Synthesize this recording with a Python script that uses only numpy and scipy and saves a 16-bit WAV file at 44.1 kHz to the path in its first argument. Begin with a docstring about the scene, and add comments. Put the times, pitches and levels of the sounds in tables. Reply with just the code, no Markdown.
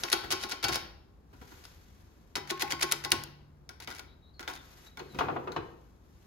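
"""Prising at a hammer head in a vise

A steel hammer head is clamped in a bench vise in a small workshop. A screwdriver prises at the wedge
in its eye (the hole for the handle) in two bouts: the tip grinds, slips and strikes, and head, vise
and bench ring. Then the vise is knocked loose and its handle rattles. A hand rustles, a thin chirp
comes and goes, and the room hums; two close microphones pick it up."""
import sys
import numpy as np
from scipy import signal
from scipy.fft import rfft, irfft, next_fast_len
from scipy.io import wavfile
from scipy.ndimage import uniform_filter1d

SR = 44100
rng = np.random.default_rng(int(sys.argv[2]) if len(sys.argv) > 2 else 0)


def store_pcm(level_fs):
    """Save levels as 16-bit WAV."""
    pcm = np.round(np.clip(level_fs, -1, 1) * 32767).astype(np.int16)
    wavfile.write(sys.argv[1], SR, np.atleast_2d(pcm).T)


N = 276066
TIME = np.arange(N) / SR
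AGE = TIME[:SR // 2]  # seconds since a hit
FFT_SIZE = next_fast_len(N + 2 * SR)
FREQ = np.maximum(np.fft.rfftfreq(FFT_SIZE, 1 / SR), 1)
SECOND_BOUT_S = 2  # strokes after this time belong to the second bout

# Each stroke of the tip grinds, slips and strikes; where it lands decides how the vise rings:
# (strike time [s], force [dB], crack above force [dB], treble [dB], grinding beforehand [s],
#  body ring [dB], jaw ring [dB], ping [dB])
STROKES = [(.036, -24, 19, -9, 0.00275, -37.5, -41, -38), (0.1279, -16, 5, 16.5, 0.013, -27.5, -29.5, -36),
           (0.3226, -17, 2, 12, 0.019, -31.5, -38.5, -35), (.436, -28, 17, -10.5, .04, -38, -39.5, -38.5),
           (0.5209, -26, 13, -10, 0.033, -49, -61, -38.5), (0.6284, -25, 5, 4, 0.00262, -45, -35.5, -48),
           (0.6434, -16, 4, -14, 0.0083, -40, -29.5, -44), (.684, -18.5, 9, 3, 0, -26, -42.5, -33.5),
           (.756, -22.5, 6, 12, 0.051, -56.5, -39.5, -44.5),
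           (2.3547, -20, 10, -4.5, 0.00038, -45.5, -36.5, -54.5), (2.368, -26.5, 13, -7, 0, -45, -39, -54),
           (2.5074, -26, 15.5, -13, 0.034, -32.5, -39, -31), (2.6216, -21, 6.5, 8, .026, -31, -24.5, -39.5),
           (2.7221, -22.5, 14, -6.5, 0.026, -39.5, -52.5, -35),
           (2.8291, -17.5, 7.5, 13, 0.02, -32, -37, -31.5),
           (2.922, -20.5, 15.5, 10.5, 0.011, -37.5, -44, -43),
           (3.0458, -24.5, -1, 7, 0.011, -39.5, -34, -35.5),
           (3.1188, -18, 7.5, 19, 0.0033, -28.5, -36, -30)]
# Steel touches steel lightly and slides on: (time [s], level [dB], treble [dB], slide length [s])
LIGHT_TAPS = [(1.635, -46, -12, .024), (3.691, -31.5, 9.5, 0.0057), (3.801, -31, -20, .05),
              (3.874, -21, -21.5, .04), (3.912, -28, -7, 0.088), (3.993, -30, 7, 0.0091),
              (4.394, -24.5, -23.5, 0.02), (4.428, -29.5, -15.5, 0.0012), (4.477, -19.5, -12, 0.1),
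              (4.483, -26, -24.5, 0.026), (4.499, -35.5, -22.5, 0), (4.972, -26.5, -23, 0.00022),
              (5.519, -30, -18, 0)]
# Tone of the tip on steel: (frequency [Hz], level [dB])
TIP_TONE = [(200, -16), (700, -5), (1400, -4.5), (3300, -2.5), (4700, -1), (6000, -3), (7500, -11),
            (9200, -5.5), (11500, -15.5), (14000, -21), (16000, -32)]


def prising(rasp_db=-6, crunch_s=0.0083):
    """Strikes and grinding sound through the head; crumbling rust and deep grinding rasp the wedge."""
    # Rust crumbles under the tip between strokes: (time [s], level [dB])
    crunches = [(.079, -36.5), (.725, -31.5), (2.573, -44), (2.677, -41), (2.793, -37), (2.888, -38)]
    # Resonances of the wedge in the eye: (frequency [Hz], width [Hz], level [dB])
    wedge_resonances = [(1576, 95, -2.5), (2067, 500, 0)]
    grind = grinding()
    rust = undb(rasp_db) * grind * (TIME > SECOND_BOUT_S)  # the second bout grinds deeper
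    for s, db in crunches:
        add(rust, s, undb(db) * scrape(crunch_s, rise_db=0))
    return hammer_head(strikes() + grind) + resonate(rust, wedge_resonances)


def strikes(crack_treble_db=2.0, clash_treble_db=-6, snag_treble_db=10):
    """The tip clicks where it snags; each slip ends in a sharp crack and a short clash of steel."""
    # The tip catches and lets go with a dry click: (time [s], level [dB])
    snags = [(0.1008, -17.5), (0.312, -18.5), (0.495, -21), (2.615, -20), (2.807, -27), (2.9147, -16),
             (3.105, -24), (3.237, -18.5)]
    out = np.zeros((2, N))
    cracks = []
    for s, force_db, crack_db, treble_db, *_ in STROKES:
        clash = undb(force_db) * burst(rise_s=0.0049, t60=0.043)
        add(out, s, brighten(clash, treble_db / 2 + clash_treble_db, corner_hz=6000))
        cracks.append((s, force_db + crack_db, treble_db + crack_treble_db))
    clicks = [(s, db, snag_treble_db) for s, db in snags]
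    for s, db, treble_db in cracks + clicks:
        snap = burst(rise_s=0.00082, t60=0.004193, spread=0.095)
        add(out, s, undb(db) * brighten(snap, treble_db, corner_hz=7830))
    return out


def grinding(grind_db=-5, overrun_s=0.005, slide_db=-50):
    """The tip grinds harder and harder until just past each slip; the shaft slides after a tap."""
    out = np.zeros((2, N))
    for s, force_db, _, _, grind_s, *_ in STROKES:
        if grind_s > 0:
            grind = scrape(grind_s + overrun_s, rise_db=12.5)
            add(out, s - grind_s, undb(force_db + grind_db) * grind)
    for s, _, _, slide_s in LIGHT_TAPS:
        if slide_s > 0:
            slide = brighten(scrape(slide_s, rise_db=4), db=4, corner_hz=7200)
            add(out, s, undb(slide_db) * slide)
    return out


def scrape(length_s, rise_db, slips_per_s=650, scatter_db=6, grit_db=-10, slip_fade_s=0.0011):
    """Rust breaks under the steel in tiny uneven slips that grow with the pressure."""
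    size = max(int(length_s * SR), 64)
    slipping = rng.random(SR) < slips_per_s / SR
    slips = slipping * undb(scatter_db * np.minimum(rng.standard_normal(SR), 2))
    fading_slips = signal.lfilter([1], [1, -np.exp(-1 / (slip_fade_s * SR))], slips)
    roughness = (unit(fading_slips) + undb(grit_db))[:size]
    pressure = undb(-rise_db * np.linspace(1, 0, size))
    level = unit(pressure * roughness) * np.sqrt(np.mean(pressure ** 2))
    return level * pair(SR, spread=0.83)[:, :size]


def hammer_head(force, pinched_width_hz=55, clink_db=-21, ring_t60=0.21):
    """The tip crunches and the steel rings: muted while the tip presses, clinking once it is free."""
    # Notes of the steel head: (frequency [Hz], level in first bout [dB], level in second bout [dB])
    steel_notes = [(1360, -1, -14), (1475, -3, 2), (1518, -4, -1), (1995, -10, -1), (2270, -3.5, -9),
                   (2734, -3, -13), (3085, -2, -6), (3780, -9, -3), (4468, 3, -5), (4810, -7, -4),
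                   (5125, -2, -6)]
    hz, first_db, second_db = np.transpose(steel_notes)
    average_db = (first_db + second_db) / 2
    pinched = resonate(force, [(f, pinched_width_hz, db) for f, db in zip(hz, average_db)])
    hits = [(s, force_db + clink_db + (first_db if s < SECOND_BOUT_S else second_db))
            for s, force_db, *_ in STROKES]
    free = ringing([(f, ring_t60) for f in hz], hits, rise_s=0.00047, spread=0.983, scatter_db=3.5)
    return undb(-0.36) * colour(force, TIP_TONE) + undb(-13.5) * pinched + free


def vise_and_bench(body_db=-22.5, body_follow=0.598, lag_s=0.006, tap_db=-22, sway_hz=145, sway_t60=2.85):
    """The heavy vise answers each blow a little late: its jaws ring and the bench top shakes."""
    # Damped resonances of vise and bench: (frequency [Hz], width [Hz], level [dB])
    bench_resonances = [(118, 53, -4), (336, 170, 7.5), (562, 19, -4), (767, 210, 4.5), (963.3, 49, 6.5),
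                        (1307, 190, 2)]
    # Vise notes, two each for body, jaws and ping: (frequency [Hz], level [dB], ring time [s])
    vise_notes = [(340, -3.5, .2), (384, -5, .17), (810, -3.5, .22), (855, -5, .2), (1082, -1, .33),
                  (1066, -11, .12)]
    # The whole bench is jolted: (time [s], level [dB])
    jolts = [(.236, -40.5), (.64, -40), (.692, -38.5), (1.328, -56.5), (1.412, -50), (1.513, -51.5),
             (3.119, -34.5)]
    push, jolt = np.zeros((2, 2, N))
    sway_power = np.zeros(N)
    for s, force_db, *_ in STROKES:
        db = body_db + body_follow * force_db  # the body follows the force only in part
        add(push, s + lag_s, undb(db) * burst(rise_s=0.0024, t60=0.062))
        if s > SECOND_BOUT_S:  # steady levering keeps the vise humming on its base
            add(sway_power, s, swell(TIME, 0.019) * (undb(db) * decay(TIME, sway_t60)) ** 2)
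    for s, db, *_ in LIGHT_TAPS:
        add(push, s, undb(db + tap_db) * burst(rise_s=0.0063, t60=0.146))
    for s, db in jolts:
        add(jolt, s, undb(db) * burst(rise_s=0.0011, t60=0.27))
        add(push, s, undb(db + 1) * burst(rise_s=0.0046, t60=0.1))  # a jolt shakes the vise too
    hz, note_db, t60 = np.transpose(vise_notes)
    hits = [(s + lag_s, note_db + np.repeat(ring_db, 2)) for s, _, _, _, _, *ring_db in STROKES]
    ring = ringing(list(zip(hz, t60)), hits, rise_s=0.0021, spread=0.14, scatter_db=-1.0)
    hum = np.sqrt(sway_power) * np.sin(2 * np.pi * sway_hz * TIME)
    boom = resonate(jolt, [(75.29, 65, 0)])
    return undb(8.5) * resonate(push, bench_resonances) + undb(-1.0) * ring + undb(-21) * hum + boom


def taps(tick_treble_db=-4):
    """The screwdriver's shaft ticks against the steel and clinks; the loosened head ticks in the jaws."""
    # Resonances of the shaft: (frequency [Hz], width [Hz], level [dB])
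    shaft_resonances = [(870, 25, 1), (1082, 7, 5), (1440, 30, 2), (1560, 14, 5), (2010, 50, -4),
                        (2230, 70, -4), (3100, 50, -8), (3540, 70, -8), (4820, 70, -11)]
    # The head shifts in the slack jaws: (time [s], level [dB])
    head_shifts = [(4.992, -38), (5.519, -40)]
    tick, push, shift = np.zeros((3, 2, N))
    for s, db, treble_db, _ in LIGHT_TAPS:
        touch = burst(rise_s=0.000504, t60=0.011)
        add(tick, s, undb(db) * brighten(touch, treble_db + tick_treble_db, corner_hz=3810))
        add(push, s, undb(db) * burst(rise_s=0.0003839, t60=0.01366))
    for s, db in head_shifts:
        add(shift, s, undb(db) * burst(rise_s=0.00104, t60=0.03155))
    head_ticks = resonate(shift, [(4293, 197, 3), (6400, 350, -5.5)])
    return undb(-2) * colour(tick, TIP_TONE) + undb(-2.5) * resonate(push, shaft_resonances) + head_ticks


def vise_handle(thump_db=-29.5, thump_follow=0.374):
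    """The loosened screw and its sliding bar clatter in their slack and thump the bench."""
    # Knocks of screw and handle: (time [s], level [dB], treble [dB])
    knocks = [(4.995, -47.5, 11.5), (5.145, -55, 16.5), (5.187, -35, 13), (5.207, -24.5, -16),
              (5.284, -28.5, -22.5), (5.3, -35.5, -35), (5.362, -30.5, -42), (5.473, -33.5, -15),
              (5.562, -31.5, -1)]
    # Tone of the handle's clack and of the bench's thud: (frequency [Hz], level [dB])
    clack_tone = [(150, -22.5), (330, -2.5), (620, -3.5), (800, 4), (1080, 2.5), (1350, -0.5), (1800, -11),
                  (2500, -10), (3800, -18.5), (6000, -26.5), (14000, -55)]
    thud_tone = [(40, -25), (90, -2.5), (160, 2.5), (220, -6.5), (335, 5), (500, 1.5), (800, -32),
                 (3000, -66.5)]
    # Resonances of screw and bar: (frequency [Hz], width [Hz], level [dB])
    bar_resonances = [(785, 40, -4), (1030, 140, 2), (1310, 35, -4), (2480, 90, -2)]
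    clack, thud = np.zeros((2, 2, N))
    for s, db, treble_db in knocks:
        blow = burst(rise_s=0.00057, t60=0.088)
        for corner_hz in (2300, 2340):  # two filters: a soft contact loses its treble steeply
            blow = brighten(blow, treble_db / 2, corner_hz)
        add(clack, s, undb(db) * blow)
        # the screw's weight thumps much alike however hard the bar clacks
        add(thud, s, undb(thump_db + thump_follow * db) * burst(rise_s=0.0054, t60=0.25))
    clank = undb(-10.5) * resonate(clack, bar_resonances)
    return undb(6.5) * colour(clack, clack_tone) + clank + undb(9.5) * colour(thud, thud_tone)


def shudder(start_s=5.08, length_s=0.24, level_db=-40.5):
    """The bench swells into a low shudder as the tension leaves the screw."""
    # Low resonances of the bench: (frequency [Hz], width [Hz], level [dB])
    low_resonances = [(72.27, 15, -2), (144.4, 32.5, 3), (197.6, 15.96, -0.5)]
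    size = int(length_s * SR)
    push = np.zeros((2, N))
    add(push, start_s, np.hanning(size) * pair(size, spread=0))
    return undb(level_db) * resonate(push, low_resonances)


def end_stop(time_s=5.563, level_db=-37):
    """The sliding bar falls to the end of its travel with a bright clank."""
    # Notes of the bar: (frequency [Hz], level [dB], ring time [s])
    bar_notes = [(345, -1, .3), (1590, -4, .11), (1836, -4, .11), (2514, -6, .13), (2985, -3, .09),
                 (3973, -8, .1)]
    hz, db, t60 = np.transpose(bar_notes)
    return ringing(list(zip(hz, t60)), [(time_s, level_db + db)], rise_s=0.00051, spread=0.85,
                   scatter_db=2.5)


def chirps(waver=0.0269):
    """Faint, unsteady high whistles that hold their pitch or glide."""
    # Whistles: (time [s], length [s], starting pitch [Hz], final pitch [Hz], level [dB])
    whistles = [(4.065, .09, 3880, 3900, -64), (4.21, .12, 3820, 3950, -64), (4.33, .07, 4500, 4100, -61),
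                (4.56, .06, 3600, 3540, -56), (4.859, .034, 3860, 3880, -52), (5.09, .06, 3950, 3950, -58)]
    out = np.zeros((2, N))
    for s, length_s, start_hz, end_hz, db in whistles:
        size = int(length_s * SR)
        wobble = unit(uniform_filter1d(rng.standard_normal(SR), size=60))[:size]
        hz = np.linspace(start_hz, end_hz, size) * (1 + waver * wobble)
        whistle = np.sin(2 * np.pi * np.cumsum(hz) / SR)
        add(out, s, undb(db) * signal.windows.tukey(size, .5) * whistle)
    return out


def rustle(swell_s=0.22, flutter_db=1.5):
    """Hand and tool slide softly, with an uneven grip."""
    # Each rub swells, holds and dies away: (start [s], end [s], level [dB], fade [dB/s])
    rubs = [(-.2, -0.008, -44.5, 57), (1.257, 1.637, -60.5, 16.5), (1.436, 1.535, -56.5, 120.5),
            (4.427, 4.871, -57.5, 249), (4.897, 5.215, -60.5, 19), (6, 6.255, -70, 23)]
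    # Tone of the rubbing: (frequency [Hz], level [dB])
    rub_tone = [(200, 0.5), (500, -1), (1500, 0.5), (3000, -4), (6500, -4.5), (9000, -10), (13500, -10),
                (16000, -30.5)]
    flutter = unit(uniform_filter1d(rng.standard_normal(N), size=500))
    level = np.zeros(N)
    for start, end, db, fade in rubs:
        fade_in = np.clip((TIME - start) / swell_s, 0, 1)
        level += fade_in * undb(db - fade * np.maximum(TIME - end, 0))
    return colour(pair(N, spread=0.98), rub_tone) * level * undb(flutter_db * flutter)


def room_echo(x, tail_db=-8, early_db=-11, early_t60=0.017):
    """Bench top and wall answer at once; the room follows with a tail that dulls as it fades."""
    # How long the room rings: (frequency [Hz], ring time [s])
    ring_times = [(100, 0.81), (400, 0.64), (1500, 0.5385), (4000, 0.523), (8000, 0.26), (15000, 0.45)]
    t, noise = TIME[:SR], rng.standard_normal((2, SR))
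    tail = 0
    for band_hz, t60 in ring_times:
        band = curve([(hz, hz == band_hz) for hz, _ in ring_times])
        tail = tail + filtered(noise, band)[:, :SR] * decay(t, t60)
    tail = brighten(tail * swell(t, 0.0017), db=-3.5, corner_hz=5570)
    early = pair(SR, spread=0.39) * decay(t, early_t60) * (t > .003)
    response = (undb(tail_db) * unit(tail) + undb(early_db) * unit(early)) / np.sqrt(SR)
    return filtered(x, rfft(response, FFT_SIZE))


def room_hum(level_db=-57):
    """The room hums with a steady, low noise."""
    # Tone of the hum: (frequency [Hz], level [dB])
    hum_tone = [(20, -21), (40, -1.5), (70, 5.5), (110, -5.5), (160, -6.5), (370, -13), (600, -21),
                (1000, -21.5), (2500, -36.5), (13000, -46.5), (16000, -54)]
    return undb(level_db) * colour(pair(N, spread=1.0), hum_tone)


def ringing(notes, hits, rise_s, spread, scatter_db, detune=.002):
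    """Notes (Hz, t60) ring after hits (s, dB per note), varying a little in level and pitch each time."""
    hz, t60 = np.transpose(notes)[:, :, None]
    tones = np.exp(2j * np.pi * hz * AGE) * decay(AGE, t60) * swell(AGE, rise_s)
    out = np.zeros((2, N))
    for s, db in hits:
        gain = undb(db + scatter_db * rng.standard_normal(len(notes)))
        phase = 2 * np.pi * rng.random(len(notes)) + spread * rng.standard_normal((2, len(notes)))
        channels = ((gain * np.exp(1j * phase)) @ tones).imag
        stretched_age = AGE * (1 + detune * rng.standard_normal())
        add(out, s, np.array([np.interp(stretched_age, AGE, ring) for ring in channels]))
    return out


def burst(rise_s, t60, spread=1):
    """One contact sets off many vibrations at once, heard as noise that dies quickly."""
    return pair(len(AGE), spread) * swell(AGE, rise_s) * decay(AGE, t60)


def swell(t, rise_s):
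    """Rise from 0 towards 1."""
    return 1 - np.exp(-t / rise_s)


def decay(t, t60):
    """Die away; the ring time t60 is the seconds it takes to fall by 60 dB."""
    return np.exp(-np.log(1000) * t / t60)


def resonate(x, resonances):
    """Pass a sound through resonances: (frequency [Hz], width [Hz], relative level [dB])."""
    peaks = sum(undb(db) / (1 + 1j * (FREQ / hz - hz / FREQ) * hz / width) for hz, width, db in resonances)
    return filtered(x, unit(peaks))


def brighten(x, db, corner_hz):
    """Turn the treble up or down: a harder contact is brighter."""
    low = signal.lfilter(*signal.butter(1, min(corner_hz, SR / 3), fs=SR), x)
    return low + undb(db) * (x - low)


def colour(x, tone):
    """Give a sound a tone: (frequency [Hz], relative level [dB])."""
    cepstrum = irfft(np.log(undb(curve(tone))), FFT_SIZE)
    cepstrum[FFT_SIZE // 2:] = 0  # so the filter rings after a hit, not before
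    return filtered(x, unit(np.exp(2 * rfft(cepstrum))))


def curve(points):
    """Join (frequency [Hz], value) points with lines, giving each octave equal room."""
    hz, value = np.transpose(points)
    return np.interp(np.log(FREQ), np.log(hz), value)


def filtered(x, response):
    """Multiply each frequency of a sound by its own gain."""
    return irfft(rfft(x, FFT_SIZE) * response, FFT_SIZE)[..., :N]


def pair(size, spread):
    """Noise at two microphones; spread 0 is alike, 1 unrelated."""
    mid, side = rng.standard_normal((2, size))
    return np.array([mid + spread * side, mid - spread * side]) / np.hypot(1, spread)


def add(track, s, sound):
    """Mix a sound into a track, starting at s seconds."""
    start = max(int(s * SR), 0)
    part = sound[..., :N - start]
    track[..., start:start + part.shape[-1]] += part


def unit(x):
    """Scale to an average power of 1."""
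    return x / np.sqrt(np.mean(np.abs(x) ** 2))


def undb(db):
    """Turn decibels into a gain."""
    return 10 ** (np.asarray(db) / 20)


def scene(second_bout_echo_db=-4):
    """All the work at the vise, with the room's echo, over a low hum."""
    tip = prising()
    rest = vise_and_bench() + taps() + vise_handle() + shudder() + end_stop() + chirps() + rustle()
    # in the second bout the tip sounds drier, with less room echo
    echo = room_echo(rest + tip * undb(second_bout_echo_db * (TIME > SECOND_BOUT_S)))
    return undb(-3.0) * (tip + rest + echo) + room_hum()


def record(dry, top_hz=15900):
    """Two close microphones: alike in bass and high treble, apart in level and phase between."""
    # How the microphones differ:
    # (frequency [Hz], left minus right [dB], left's phase lead [rad], unrelated part [dB])
    microphones = [(60.3, 1.5, -0.5, -16), (323, 0.31, 1.1545, -13.5), (770, 3, 0, 1.5), (2020, 2.5, 1, -2),
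                   (3010, 3, 1.6245, -2), (4270, 5, -0.5, -2.5), (5950, 2, -0.5, 4.5), (9188, 1, -3.5, -30),
                   (12380, -1, -5.5, -24.5)]
    balance_db, lead, apart_db = (curve(np.array(microphones)[:, [0, k]]) for k in (1, 2, 3))
    apart = undb(apart_db)
    mid_side_gains = np.array([np.ones_like(apart), apart]) / np.sqrt(2 + 2 * apart ** 2)
    mid, side = filtered(np.array([dry[0] + dry[1], dry[0] - dry[1]]), mid_side_gains)
    left_gain = undb(balance_db / 2) * np.exp(.5j * lead)
    stereo = filtered(np.array([mid + side, mid - side]), np.array([left_gain, 1 / left_gain]))
    treble_cut = signal.ellip(8, .2, 70, top_hz, fs=SR, output="sos")
    return signal.sosfilt(treble_cut, stereo)


dry = scene()
out = record(dry)
store_pcm(out)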